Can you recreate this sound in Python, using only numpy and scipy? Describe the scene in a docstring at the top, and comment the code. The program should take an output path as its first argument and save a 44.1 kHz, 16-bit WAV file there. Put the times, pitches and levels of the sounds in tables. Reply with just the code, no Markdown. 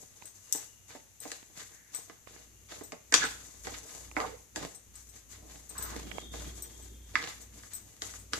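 """A steel spoon stirs a dry flour mixture in a glass plate on a stone counter, in a small kitchen.
Its drag, scrape and powder hiss are gritty noise, roughened by stick and slip and coloured by the plate.
Knocks are short grit bursts through the same resonances; the stirrer's bangles clink as decaying sines.
Small dry taps sound to the side, and the held plate shifts once as a juddering band of noise.
Behind lie a soft hiss, a swelling low hum with its rumble, and a few faint far tones of narrow noise."""
import sys
import numpy as np
from scipy import signal
from scipy.fft import rfft, irfft, next_fast_len
from scipy.io import wavfile

SR = 44100
rng = np.random.default_rng(int(sys.argv[2]) if len(sys.argv) > 2 else 0)


def persist_wave(psi):
    """Save psi, clipped to +-1, as 16-bit WAV."""
    counts = np.round(np.clip(psi, -1, 1) * 32767).astype(np.int16)
    wavfile.write(sys.argv[1], SR, np.atleast_2d(counts).T)


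N = 369999
TIME = np.arange(N) / SR   # seconds

# colour of the gritty contact, shared by strokes and knocks: (frequency [Hz], relative density [dB per Hz])
CONTACT_COLOUR = [(120, 11.5), (300, 2.5), (800, 1), (1400, -1.5), (2100, -0.5), (2550, -3.5), (3100, -6),
                  (5000, 0.5), (7600, -2), (8800, -2.5), (12000, -4), (15000, -15)]


def stirring(drag_trim_db=-4.5, scrape_trim_db=-5.5, hiss_trim_db=-7.0, alike=0.15):
    """The spoon pushes the heap, scrapes the glass under it, and the powder hisses round its edge."""
    drag_db, scrape_db, hiss_db = stroke_levels()
    grit = coloured(stereo_noise(alike) + lumps(), CONTACT_COLOUR)
    drag = rub(grit, drag_db + drag_trim_db, 137, 1010, slips_per_s=90, slip_db=3.5, grain_db=2.0)
    scrape = rub(grit, scrape_db + scrape_trim_db, 964, 4250, slips_per_s=86, slip_db=2.5, grain_db=1.0)
    hiss = rub(grit, hiss_db + hiss_trim_db, 5520, 16000, slips_per_s=68, slip_db=2.0, grain_db=0.5)
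    return drag + scrape + hiss


# the spoon's strokes, levels before the layer trims:
# (start [s], length [s], dull drag [dB], scrape on glass [dB], powder hiss [dB])
STROKES = [(0.0, 0.015, -55.5, -58, -47), (0.207, 0.06, -58.5, -56.5, -50.5),
           (0.345, 0.045, -78, -63.5, -50.5), (0.532, 0.09, -56, -49, -43),
           (0.886, 0.072, -57.5, -51.0, -50.5), (1.215, 0.13, -57.5, -49, -45.5),
           (1.565, 0.06, -58.5, -46.5, -44.0), (1.928, 0.062, -55.5, -49, -45.5),
           (2.085, 0.028, -56, -53, -62), (2.272, 0.15, -59.5, -56, -54), (2.692, 0.095, -53.5, -46, -46.5),
           (3.136, 0.13, -44, -32.5, -41), (3.284, 0.098, -57.5, -58, -45), (3.545, 0.15, -68, -61.5, -53),
           (3.65, 0.12, -49, -45, -43.5), (3.814, 0.19, -64, -60.5, -52.5), (4.159, 0.11, -43.5, -44, -44),
           (4.559, 0.093, -39.5, -43.5, -43), (4.945, 0.074, -75, -59, -49.5),
           (5.3, 0.042, -63, -49.5, -47.5), (5.366, 0.21, -56.0, -72, -80),
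           (5.695, 0.047, -53.5, -52.5, -48), (5.771, 0.21, -48, -47, -45),
           (5.93, 0.29, -50.5, -51.5, -50.5), (6.324, 0.16, -50.5, -47, -45),
           (6.617, 0.26, -63, -60.5, -52), (7.143, 0.12, -44, -42, -48), (7.279, 0.031, -55, -40, -42.5),
           (7.625, 0.015, -57, -53, -46.5), (7.708, 0.057, -63, -53, -47.5), (8.017, 0.13, -55, -49, -43.5),
           (8.328, 0.06, -43.5, -43.0, -42)]
# between strokes the spoon only shifts loose powder: (drag [dB], scrape [dB], hiss [dB]), before the trims
IDLE_LEVELS = (-71, -69.5, -62)
IDLE_TURNS_PER_S, IDLE_SWING_DB = 12, 7.5
# every stroke bites, eases a little as the heap gives way, and lets go
BITE_S, EASE_DB = 0.024, 2
RELEASE_DB_PER_S, SETTLE_DB_PER_S = 218.5, 127.5   # the powder settles more slowly


def stroke_levels():
    """Drag, scrape and hiss in dB: all three follow the bite, hold and release of each stroke."""
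    idle_db = np.array(IDLE_LEVELS)[:, None] + IDLE_SWING_DB * drift(IDLE_TURNS_PER_S)
    power = from_db(idle_db) ** 2
    fall = np.array([[RELEASE_DB_PER_S], [RELEASE_DB_PER_S], [SETTLE_DB_PER_S]])
    for start, length, *levels_db in STROKES:
        near = slice(*np.searchsorted(TIME, [start - BITE_S, start + length + .5]))
        t = TIME[near] - start
        bite = np.clip(t / BITE_S + .5, 0, 1)   # half way in at the start time
        ease_db = EASE_DB * (.5 - np.clip(t / length, 0, 1))
        release_db = fall * np.maximum(t - length, 0)
        stroke_db = np.array(levels_db)[:, None] + ease_db - release_db
        power[:, near] += (bite * from_db(stroke_db)) ** 2
    return 10 * np.log10(power)


def lumps(lumps_per_s=40, lump_db=22):
    """Small lumps crack under the spoon at random moments, uneven in size, well above the fine grit."""
    cracks = rng.random(N) < lumps_per_s / SR
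    return from_db(lump_db) * cracks * rng.standard_normal(N)


def rub(grit, level_db, low_hz, high_hz, slips_per_s, slip_db, grain_db):
    """Friction: the spoon sticks and slips, and crushes grains of uneven size against the glass."""
    force = from_db(slip_db * drift(slips_per_s) + grain_db * drift(1400))
    return from_db(level_db) * rms_one(plate(grit * force, low_hz, high_hz))


# chatter of the spoon's edge: (start [s], end [s], pitch [Hz], width [Hz], level [dB])
RASPS = [(3.12, 3.165, 1656, 356, -30.5), (3.141, 3.19, 5920, 298, -31.5), (3.215, 3.26, 1535, 400, -31.5),
         (4.168, 4.26, 894, 690, -37.5), (4.19, 4.36, 474, 89, -49.5), (5.75, 5.97, 1314, 850, -50)]


def rasps():
    """The spoon's edge chatters during a stroke and takes on a pitch."""
    return narrow_sounds(RASPS, fade_s=0.0037)


# spoon meets plate: (time [s], level before trims [dB], strongest pitch [Hz], fall away from it [dB per octave])
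KNOCKS = [(0.525, -23, 6950, 19), (0.548, -43.5, 450, 4.5), (0.9508, -45.5, 520, 7),
          (1.2521, -43, 420, 5.5), (1.317, -38.5, 5000, 3.5), (1.617, -50.5, 1500, 5.5),
          (2.0976, -48, 1180, 5.5), (2.7206, -46, 850, 5), (2.8093, -41.5, 600, 8.5),
          (2.9209, -45, 1390, 1.5), (2.9287, -43.5, 540, 6.5), (3.124, -33.5, 7000, 1),
          (3.14, -13.5, 4600, 6), (3.2393, -36.5, 1520, 1.2), (3.6697, -36.5, 920, 4.5),
          (4.1662, -20.5, 990, 12.5), (4.202, -30.5, 1100, 6), (4.5598, -38, 7040, 1.1),
          (4.6267, -45, 600, 2), (6.338, -44, 480, 4), (7.155, -19, 1970, 14), (7.634, -49, 2100, 9),
          (8.02, -35.5, 3580, 4.5), (8.138, -49, 2000, 6), (8.3336, -27.5, 2640, 6.5)]


def knocks(thud_decay_s=0.0087, contact_decay_s=0.0015, thud_db=1.0, body_db=-1.0, ring_db=-4.0,
           tick_db=-2.0, top_db=-17.0, hardness=0.57, alike=0.39):
    """A brief gritty contact sets the plate ringing, most strongly round one pitch; the thud lasts longest."""
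    size = SR // 20
    t, out = np.arange(size) / SR, np.zeros((2, N + size))
    ranges_hz = [(220, 1030), (1150, 2190), (2800, 5000), (5600, 9200), (8600, 15600)]   # thud up to top
    trims_db = [thud_db, body_db, ring_db, tick_db, top_db]
    middles_hz = np.sqrt(np.prod(ranges_hz[:-1], axis=1))
    for s, level_db, hz, fall_db in KNOCKS:
        octaves_away = np.abs(np.log2(middles_hz / hz))
        thud, body, ring, tick = level_db - fall_db * octaves_away
        top = tick + hardness * (tick - ring)   # a hard, light contact reaches highest
        levels_db = np.add([thud, body, ring, tick, top], trims_db)
        grit = coloured(stereo_noise(alike, size=size), CONTACT_COLOUR)
        at = round(s * SR)
        for k, (low_hz, high_hz) in enumerate(ranges_hz):
            decay_s = contact_decay_s if k else thud_decay_s
            part = plate(grit * np.exp(-t / decay_s), low_hz, high_hz)
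            out[:, at:at + size] += burst(part, levels_db[k], 0)
    return out[:, :N]


# resonances of the plate with the spoon on it: (pitch [Hz], width [Hz], lift [dB])
PLATE_RESONANCES = [(316.7, 22, 8.5), (461, 41, 7.5), (605, 95, 4), (903, 18, 3), (1065, 200, -0.5),
                    (1490, 29, 1), (1682, 15, 4.5), (1900, 34, 1.5), (2067, 120, 2), (2890, 35, 6.5),
                    (3550, 390, 3.5), (4610, 130, 2), (4970, 75, 6.5), (5890, 43, 7), (6100, 55, 7),
                    (6390, 76, 10), (6985, 410, 9.5), (7700, 130, 8.5), (9300, 91, -2.5)]


def plate(x, low_hz, high_hz):
    """One range of the plate's sound: each resonance in it weights its own pitch and rings on."""
    for hz, width_hz, lift_db in PLATE_RESONANCES:
        if low_hz < hz < high_hz:
            r = np.exp(-np.pi * width_hz / SR)   # pole radius: a narrow resonance rings longer
            feed = np.array([1, 0, -1]) * (1 - r * r) / 2
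            feedback = [1, -2 * r * np.cos(2 * np.pi * hz / SR), r * r]
            x = x + (from_db(lift_db) - 1) * signal.lfilter(feed, feedback, x)
    return band(x, low_hz, high_hz)


# bangles touch: (time [s], level before trim [dB], top partials relative [dB])
CLINKS = [(0.2554, -43.5, -14), (0.558, -35.5, -10), (1.2027, -41, -14), (1.948, -31.5, -17),
          (2.836, -42.5, -7), (3.249, -36, -22), (4.7487, -42, -33), (4.955, -45, -26), (5.0902, -49, -16),
          (5.693, -40.5, -23), (5.7794, -33, -9), (5.825, -34.5, 0), (6.6221, -36.5, -4), (6.824, -51, -14),
          (7.4158, -50.5, -13), (7.7349, -38, -8), (7.75, -40.5, 1), (8.1888, -51, -8)]
# modes of the bangles: (pitch [Hz], relative level [dB], t60 [s])
BANGLE_MODES = [(3964, -15.5, 0.083), (5860, -13.5, 0.16), (7990, -0.5, 0.08), (8120, -1, 0.12),
                (8310, -5, 0.17), (11440, -15.5, 0.15), (13600, -2, 0.17), (13560, -14, 0.13)]
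REBOUND_S, REBOUND_DB = .007, -4.5   # typical gap to the bounce, and its level below the touch


def bangles(level_db=-3.5, pan_db=3.5, spread_db=1.0, follow=0.47, usual_top_db=-6.0, tick_db=-4.0,
            detune=0.0022):
    """Metal rings touch and bounce once; each contact ticks and rings every mode with its own strength."""
    rebounds = [(s + REBOUND_S * 2 ** rng.uniform(-1, 1), peak + REBOUND_DB, top) for s, peak, top in CLINKS]
    s, peak_db, top_db = np.transpose(CLINKS + rebounds)
    at, t = np.round(s * SR).astype(int), np.arange(SR // 8) / SR
    hz, mode_db, t60 = np.transpose(BANGLE_MODES)[:, :, None]
    out, fade = np.zeros((2, N + len(t))), from_db(-60 * t / t60)
    for i, peak, top in zip(at, peak_db, top_db):
        brightness_db = follow * (top - usual_top_db) * (hz > 10000)   # moves the top partials only
        strength_db = mode_db + spread_db * rng.standard_normal(hz.shape) + brightness_db
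        pitch = hz * (1 + detune * rng.standard_normal(hz.shape))   # no two bangles are quite alike
        phase = 2 * np.pi * rng.random((2, len(hz), 1))
        partials = from_db(strength_db) * fade * np.sin(2 * np.pi * pitch * t + phase)
        ring = np.sum(partials, axis=1)
        contact = rng.standard_normal((2, len(t))) * np.exp(-t / 0.0042)
        tick = from_db(tick_db) * band(contact, 4500, 14000)
        out[:, i:i + len(t)] += from_db(peak + level_db) * (ring + tick)
    return out[:, :N] * from_db([[pan_db / 2], [-pan_db / 2]])


# small close taps, levels before trims: (time [s], thud [dB], click [dB], left over right [dB])
TAPS = [(0.222, -55.5, -52, -23), (0.9056, -61, -54.5, -18), (1.4271, -59.5, -57, -18),
        (2.272, -53, -50.5, -26), (2.3622, -58, -54, -18), (4.114, -61, -49.5, -18),
        (6.1143, -53, -38.5, -32), (6.1827, -40, -41, -35), (7.1546, -62, -27, -4)]


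def taps(decay_s=0.0022, thud_db=4.0, click_db=-1.0, split_hz=1080, top_hz=2600):
    """Soft, dead taps: a fast-fading push of noise split into thud and click, with no ring and no room."""
    size = SR // 20
    fade, out = np.exp(-np.arange(size) / SR / decay_s), np.zeros((2, N + size))
    for s, thud, click, pan_db in TAPS:
        at, push = round(s * SR), rng.standard_normal(size) * fade
        out[:, at:at + size] += burst(band(push, 60, split_hz), thud + thud_db, pan_db)
        out[:, at:at + size] += burst(band(push, split_hz, top_hz), click + click_db, pan_db)
    return out[:, :N]


# the held plate shifts on the counter: (start [s], end [s], pitch [Hz], width [Hz], level before judder [dB])
SHIFTS = [(5.85, 6.55, 245, 222, -55.5)]


def shifting(judder_db=4.5):
    """The plate judders as it slides on the stone: a low noise band with a fast, uneven level."""
    return narrow_sounds(SHIFTS, fade_s=0.071) * from_db(judder_db * drift(55))


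# the kitchen's reverberation: (frequency [Hz], t60 [s])
KITCHEN_T60 = [(150, 0.25), (500, 0.39), (1500, 0.41), (4000, 0.46), (8000, 0.31), (15000, 0.39)]


def kitchen(x, wet_db=-8.0, early_db=-6.0, early_s=0.016, gap_s=0.0014, cross=0.17):
    """A quick burst of reflections off counter and dishes, and a diffuse tail with its own decay per band."""
    size = SR * 3 // 4
    t, tail = np.arange(size) / SR, 0
    edges_hz = np.geomspace(100, 16000, 9)
    for low_hz, high_hz in zip(edges_hz, edges_hz[1:]):
        t60 = at_hz(KITCHEN_T60, np.sqrt(low_hz * high_hz))
        tail = tail + band(rng.standard_normal((2, size)), low_hz, high_hz) * from_db(-60 * t / t60)
    early = stereo_noise(0.78, size=size) * np.exp(-t / early_s)
    arrived = np.clip(t / gap_s - 1, 0, 1)   # silent for one gap, fully in after two
    response = from_db(wet_db) * rms_one(tail * arrived) + from_db(early_db) * rms_one(early * arrived)
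    spilled = x + cross * x[::-1]   # each side also feeds the other
    return signal.fftconvolve(spilled, response / np.sqrt(size), axes=1)[:, :N]


# faint tones come and go: (start [s], end [s], pitch [Hz], width [Hz], level before flutter [dB])
WHINES = [(.42, 0.89, 2850, 139, -72), (1.693, 1.936, 1840, 650, -65.5), (2.302, 2.7, 2820, 110, -75),
          (6.015, 6.526, 3274, 110, -59.5), (6.199, 6.506, 3630, 110, -58.5), (6.4, 6.95, 350, 98, -62),
          (6.505, 7.16, 3266, 80, -69), (6.499, 7.16, 3610, 110, -70)]


def whine(flutter_db=1.9):
    """Thin, unsteady tones from far away: narrow noise with a fluttering level."""
    return narrow_sounds(WHINES, fade_s=0.024) * from_db(flutter_db * drift(14))


# the hum swells and dips: (start [s], end [s], top of the arch above the resting hum's gain [dB])
HUM_SWELLS = [(2.2, 3.03, -67), (3.0, 3.56, -59.5), (3.524, 3.878, -54.5), (3.913, 4.465, -54.5),
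              (4.496, 4.724, -58), (4.79, 5.334, -63), (5.243, 5.74, -55.5), (5.69, 6.243, -47),
              (6.18, 6.693, -46.5), (6.618, 7.282, -51.5), (7.27, 7.71, -55), (7.69, 7.95, -64.5),
              (7.95, 8.597, -54.5)]


def hum_level(rest_db=-73.5):
    """Each swell adds one smooth arch to the resting level; the result is in dB."""
    gain = from_db(rest_db)
    for start, end, top_db in HUM_SWELLS:
        gain = gain + from_db(top_db) * np.sin(np.pi * np.clip((TIME - start) / (end - start), 0, 1))
    return 20 * np.log10(gain)


# colour of the rumble: (frequency [Hz], relative density [dB per Hz])
RUMBLE_COLOUR = [(25, -4.5), (50, -0.5), (75, -22.5), (93, 14.5), (115, 1), (150, -5.5), (220, -1),
                 (400, -9.5), (800, -25.5)]
# colour of the hiss before the stereo balance: (frequency [Hz], relative density [dB per Hz])
HISS_COLOUR = [(59, -66), (100, 5.5), (152, -6), (330, -12), (962, -15), (1530, -16), (1920, -14),
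               (3110, -16), (5150, -18.5), (6220, -6.5), (7050, -8), (8700, -19), (10700, -14.5),
               (13800, -15), (15000, -45)]


def background(hum_hz=59.2, waver=0.55, rumble_db=-58.5, usual_hum_db=-53.5, follow=0.61, hiss_db=-60.5):
    """A low sine hum wavering in phase, a lumpy noise rumble that swells with it, and steady hiss."""
    hum_db = hum_level()
    phase = 2 * np.pi * hum_hz * TIME + waver * drift(15)   # waver in radians
    hum = from_db(hum_db + drift(4.7)) * np.sqrt(2) * np.sin(phase)
    swell_db = follow * (hum_db - usual_hum_db)
    rumble_gain = from_db(rumble_db + swell_db + 2 * drift(25))
    rumble = rumble_gain * rms_one(coloured(stereo_noise(0.88), RUMBLE_COLOUR))
    hiss = from_db(hiss_db) * rms_one(balanced(coloured(stereo_noise(0.058), HISS_COLOUR)))
    return hum + rumble + hiss


# the two sides hear the counter differently: (frequency [Hz], left over right [dB])
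BALANCE = [(60, -1), (200, -4.5), (500, -4.5), (1400, -2), (2400, -4.5), (4300, -2), (6500, 10.5),
           (8200, 7.5), (13000, 2.5)]


def balanced(pair):
    """Lows and mids lean to the right, treble to the left."""
    sides = [[(hz, side * db / 2) for hz, db in BALANCE] for side in (1, -1)]
    return np.array([coloured(x, spectrum) for x, spectrum in zip(pair, sides)])


def from_db(db):
    """Decibels to gain."""
    return 10 ** (np.asarray(db) / 20)


def rms_one(x):
    """Scale to unit power."""
    return x / np.sqrt(np.mean(x ** 2) + 1e-20)


def at_hz(points, hz):
    """Read a table on a log-frequency axis."""
    table_hz, values = np.array(points).T
    return np.interp(np.log(hz + 1), np.log(table_hz), values)


def coloured(x, spectrum):
    """Give a sound a smooth spectrum."""
    size = next_fast_len(x.shape[-1])
    gain = from_db(at_hz(spectrum, np.fft.rfftfreq(size, 1 / SR)))
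    return irfft(rfft(x, size) * gain, size)[..., :x.shape[-1]]


def stereo_noise(alike, size=N):
    """White noise, partly shared by the two sides."""
    mid, side = rng.standard_normal((2, size))
    alike = np.clip(alike, 0, 1)
    return np.sqrt(1 + alike) * mid + np.sqrt(1 - alike) * side * [[1], [-1]]


def drift(rate):
    """Smooth chance of unit power, joining `rate` random points a second."""
    points = rng.standard_normal(N // 20)
    return rms_one(np.interp(TIME * rate, np.arange(len(points)), points))


def band(x, low_hz, high_hz):
    """Causal band-pass."""
    edges_hz = [low_hz, min(high_hz, .45 * SR)]
    return signal.sosfilt(signal.butter(3, edges_hz, "band", fs=SR, output="sos"), x)


def burst(x, level_db, pan_db):
    """Set the level of a short sound, its energy counted over a hundredth of a second, and its side."""
    sides = rms_one(from_db(pan_db * np.array([[.5], [-.5]])))
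    loudness = np.sqrt(np.sum(x ** 2, axis=-1, keepdims=True) * 100 / SR)
    return from_db(level_db) * sides * x / loudness


def narrow_sounds(rows, fade_s):
    """Stretches of narrow-band noise with soft ends."""
    out = np.zeros((2, N))
    for start, end, hz, width_hz, level_db in rows:
        at = np.arange(round(start * SR), round(max(end, start + .01) * SR))
        t = (at - at[0]) / SR
        noise = stereo_noise(0.2, size=len(at) + SR // 10)   # extra lead-in lets the filter settle
        tone = band(noise, max(hz - width_hz / 2, 20), hz + width_hz / 2)[:, -len(at):]
        fade = np.clip(np.minimum(t, t[::-1]) / fade_s, 0, 1)
        out[:, at] += from_db(level_db) * rms_one(tone) * fade
    return out


def scene(stir_room_db=-4.5, bangle_room_db=-5.5, right_lag_s=.00007):
    """Spoon, plate and bangles sound into the kitchen; their direct sound reaches the left side first."""
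    strokes, hits, clinks = stirring() + rasps(), knocks(), bangles()
    room = kitchen(hits + from_db(stir_room_db) * strokes + from_db(bangle_room_db) * clinks)
    left, right = hits + strokes + clinks
    direct = np.array([left, np.roll(right, round(right_lag_s * SR))])
    return balanced(direct + room) + taps() + shifting() + whine() + background()


def record(dry, ceiling=.85, cutoff_hz=14750):
    """The loudest peaks are rounded and the top is cut steeply."""
    rounded = ceiling * np.tanh(dry / ceiling)
    return signal.sosfilt(signal.ellip(10, .3, 80, cutoff_hz, fs=SR, output="sos"), rounded)


dry = scene()
out = record(dry)
persist_wave(out)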